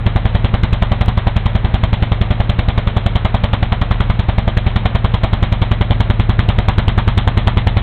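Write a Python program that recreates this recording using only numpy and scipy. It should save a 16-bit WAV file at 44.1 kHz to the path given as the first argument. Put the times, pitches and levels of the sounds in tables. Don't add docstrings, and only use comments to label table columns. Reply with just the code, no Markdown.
import sys
import numpy as np
from scipy import signal
from scipy.fft import rfft, irfft, next_fast_len
from scipy.io import wavfile

SR = 44100
rng = np.random.default_rng(int(sys.argv[2]) if len(sys.argv) > 2 else 0)


def wav_out(sig):
    wavfile.write(sys.argv[1], SR, np.round(np.clip(np.atleast_2d(sig).T, -1, 1) * 32767).astype(np.int16))


N = 344862
TIME = np.arange(N) / SR
SIZE = next_fast_len(N + SR // 2)
FREQ = np.maximum(np.arange(SIZE // 2 + 1) * SR / SIZE, 1e-6)

# time_s, turns_per_second_hz
CRANK_SPEED = [(0, 10.425), (.8, 10.627), (1.6, 10.604), (3, 10.605), (4.4, 10.593), (5.4, 10.466),
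               (6.2, 10.33), (7, 10.127), (7.8, 10.118)]
START_TURN = .371
SKIP_S, SKIP_TURN = 1.0605, .25


def crank_speed_hz(times):
    return np.interp(times, *np.transpose(CRANK_SPEED))


def firing_times():
    turns = START_TURN + np.cumsum(crank_speed_hz(TIME)) / SR
    turns = turns + SKIP_TURN * (TIME > SKIP_S)
    whole_turns = np.arange(1, int(turns[-1]) + 1)
    return np.interp(whole_turns, turns, TIME)


FREE_HZ = 10.6


def slowdown_hz(times):
    return np.maximum(FREE_HZ - crank_speed_hz(times), 0)


def beats(times, db, scatter_db):
    return impulses(times, undb(db + scatter_db * rng.standard_normal(len(times))))


# time_s, level_db
PULL = [(0, 0.2), (1.5, -0.24), (3.8, -1.76), (5.4, -.5), (6.2, 1.5), (7.8, 1.5)]


def exhaust_thump(times):
    pull_db = np.interp(times, *np.transpose(PULL))
    smooth = thump(beats(times, pull_db, scatter_db=.5), push_hz=73.2, db=53.5)
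    slowed_hz = slowdown_hz(times)
    abrupt = thump(impulses(times, slowed_hz / slowed_hz.max()), push_hz=218, db=24)
    return smooth + abrupt


# pitch_hz, width_hz, level_db
STACK_RESONANCES = [(48, 29, 0), (108.02, 10.2, 18), (176.9, 13.6, 16), (206.3, 41, 6), (310, 24.2, 8.5)]
# delay_s, level_db
REFLECTIONS = [(0.0142, -4.5), (0.032, -23.5), (0.0412, -13.5), (0.0598, -22.5), (0.0668, -17),
               (0.0897, -22)]


def thump(kicks, push_hz, db):
    push = lowpass(push_hz) ** 3 * (1 - lowpass(29.8))
    stack = sum(undb(gain) * resonance(hz, width) for hz, width, gain in STACK_RESONANCES)
    echoes = sum(undb(gain) * delay(s) for s, gain in REFLECTIONS)
    paths = 1 + lowpass(3400) * echoes
    response = -undb(db) * push * stack * paths * delay(0.00018)
    turn_s = 1 / CRANK_SPEED[0][1]
    earlier = filtered(kicks * (TIME < turn_s), response * delay(-turn_s))
    return filtered(kicks, response) + earlier


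# time_s, extra_db
SPECIAL_FIRINGS = [(1.55, -1), (2.682, 2.5), (3.438, 1), (3.908, 1), (4.95, 1.5), (5.234, 1.5),
                   (5.425, 1.5), (6.682, 2), (7.472, 2)]


def charges(times):
    db = 0.43 * rng.standard_normal(len(times))
    for s, extra_db in SPECIAL_FIRINGS:
        nearest = np.argmin(np.abs(times - s))
        db[nearest] += extra_db
    return db


# time_s, level_db
HIGH_BARK_LEVEL = [(0, 0.5), (1, 1), (2.2, -5), (3.9, 4), (4.5, -5), (5.3, 1.5), (6, -1), (6.8, 6.5),
                   (7.8, 2)]
LOW_BARK_DB, RASP_DB = 0.1, -1.38
RASP_DB_PER_HZ = 6.5


def exhaust_gas(times):
    charge_db = charges(times)
    high_db = np.interp(times, *np.transpose(HIGH_BARK_LEVEL))
    rasp_db = RASP_DB + RASP_DB_PER_HZ * slowdown_hz(times)
    low_bark = beats(times, charge_db + LOW_BARK_DB, scatter_db=1.4)
    high_bark = beats(times, charge_db + high_db, scatter_db=1.2)
    rasp = beats(times, charge_db + rasp_db, scatter_db=0.67)
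    return gas(low_bark, high_bark, rasp)


# pitch_hz, level_db
GAS_COLOUR = [(150, 1), (300, 0.5), (430, -3), (620, 4), (800, 3.5), (1100, 0), (1500, -5.5), (2100, -3),
              (2650, -10), (3200, -3), (4000, -10)]
# pitch_hz, width_hz, level_db
BOX_RESONANCES = [(370, 8.3, -20), (582, 27, 4), (699, 29, 3.5), (729.4, 29, 1), (801, 12, -6.5),
                  (935, 32, -10), (1037, 28, -2), (1200, 13, 1), (1380, 10, -8.5), (1980, 61, -9)]
BARK_EDGE_HZ, RASP_EDGE_HZ = 850, 1500


def gas(low_bark, high_bark, rasp):
    jet = noise(GAS_COLOUR) * flicker(rate_hz=350, depth_db=1.58)
    low = filtered(jet, below(BARK_EDGE_HZ))
    low_and_mids = filtered(jet, below(RASP_EDGE_HZ))
    mids, high = low_and_mids - low, jet - low_and_mids
    barking = low * puff(low_bark, crack_db=-8.0, tail_db=-11.0, tail_s=0.011, return_db=-38)
    barking = barking + mids * puff(high_bark, crack_db=-3.5, tail_db=-14.0, tail_s=0.018, return_db=-31.5)
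    rasping = high * puff(rasp, crack_db=-4, tail_db=-15.5, tail_s=0.023, return_db=-34.0)
    box = sum(undb(db) * resonance(hz, width) for hz, width, db in BOX_RESONANCES)
    blow = undb(19) * low_bark + undb(-10.5) * barking
    ringing = filtered(blow, box * delay(.005))
    return barking + rasping + ringing


TREES_DELAY_S = .0415


def puff(kicks, crack_db, tail_db, tail_s, return_db):
    spit = undb(-11.0) * swell(kicks, 0.0012, 0.00057, 0.0033)
    crack = undb(crack_db) * swell(kicks, 0.0041, 0.0019, 0.0034)
    tail = undb(tail_db) * swell(kicks, 0.0068, 0.0056, tail_s)
    from_trees = undb(return_db) * swell(kicks, TREES_DELAY_S + 0.0056, 0.0018, 0.0097)
    return spit + crack + tail + from_trees


PUMP_DELAY_S = .0769


def fuel_pump(times):
    chance = rng.standard_normal((len(times), 2))
    stroke_times = times + PUMP_DELAY_S + 0.00015 * chance[:, 0]
    strokes = impulses(stroke_times, undb(2 * chance[:, 1]))
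    hiss = noise([(500, -7.5), (1800, -2.0), (3000, 1.5), (4000, -4)])
    return undb(-28.5) * swell(strokes, 0, 0.00025, 0.0019) * hiss


# pitch_hz, level_db
CHURN_COLOUR = [(15, 0.5), (32, 18), (60, 17), (120, 10.5), (220, 8.5), (300, -1), (420, 0.5), (650, 1.5),
                (1100, -3), (1600, -6), (2200, -7.5), (2800, -11.5), (3800, -14.5)]


def churn():
    return undb(-25.0) * noise(CHURN_COLOUR) * flicker(rate_hz=67, depth_db=0.86)


def undb(db):
    return 10 ** (np.asarray(db) / 20)


def filtered(x, response):
    return irfft(rfft(x, SIZE) * response, SIZE)[:N]


def resonance(hz, width_hz):
    return 1 / (1 + 1j * (FREQ ** 2 - hz ** 2) / (FREQ * width_hz))


def lowpass(hz):
    return 1 / (1 + 1j * FREQ / hz)


def below(hz):
    return 1 / (1 + (FREQ / hz) ** 8)


def delay(s):
    return np.exp(-2j * np.pi * FREQ * s)


def colour(points):
    hz, db = np.transpose(points)
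    return undb(np.interp(np.log(FREQ), np.log(hz), db))


def noise(points):
    x = filtered(rng.standard_normal(N), colour(points))
    return x / x.std()


def flicker(rate_hz, depth_db):
    knots = rng.standard_normal(SR // 4)
    wander = np.interp(TIME * rate_hz, np.arange(len(knots)), knots)
    return undb(depth_db * wander)


def impulses(times, sizes):
    index = np.clip(np.round(times * SR).astype(int), 0, N)
    return np.bincount(index, sizes, N + 1)[:N]


def swell(kicks, after_s, rise_s, decay_s):
    age = np.maximum(TIME[:SR // 3] - after_s, 0)
    shape = (1 - np.exp(-age / rise_s)) * np.exp(-age / decay_s)
    return signal.fftconvolve(kicks, shape)[:N]


def scene():
    times = firing_times()
    exhaust = exhaust_thump(times) + exhaust_gas(times)
    machinery = churn() + fuel_pump(times)
    return (exhaust + machinery)[None]


def overload(x, ceiling, knee):
    return x / (1 + np.abs(x / ceiling) ** knee) ** (1 / knee)


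# pitch_hz, level_db
MICROPHONE_TONE = [(4200, -0.5), (4800, -10.5), (6300, -7.5), (8000, -2.5), (10000, -3.5), (14000, -2)]
BAND_HZ, TOP_HZ = 4020, 15800


def record(dry):
    band = 1 / np.sqrt(1 + (FREQ / BAND_HZ) ** 50)
    loud = overload(filtered(dry[0], band), ceiling=0.74, knee=24.0)
    ring = 1 + undb(-6.5) * resonance(8000, 250)
    loud = filtered(loud, colour(MICROPHONE_TONE) * ring)
    click = filtered(impulses(np.array([SKIP_S]), undb([-15])), lowpass(5000))
    top = signal.ellip(8, .1, 70, TOP_HZ, fs=SR, output="sos")
    return signal.sosfilt(top, loud + click)[None]


dry = scene()
out = record(dry)
wav_out(out)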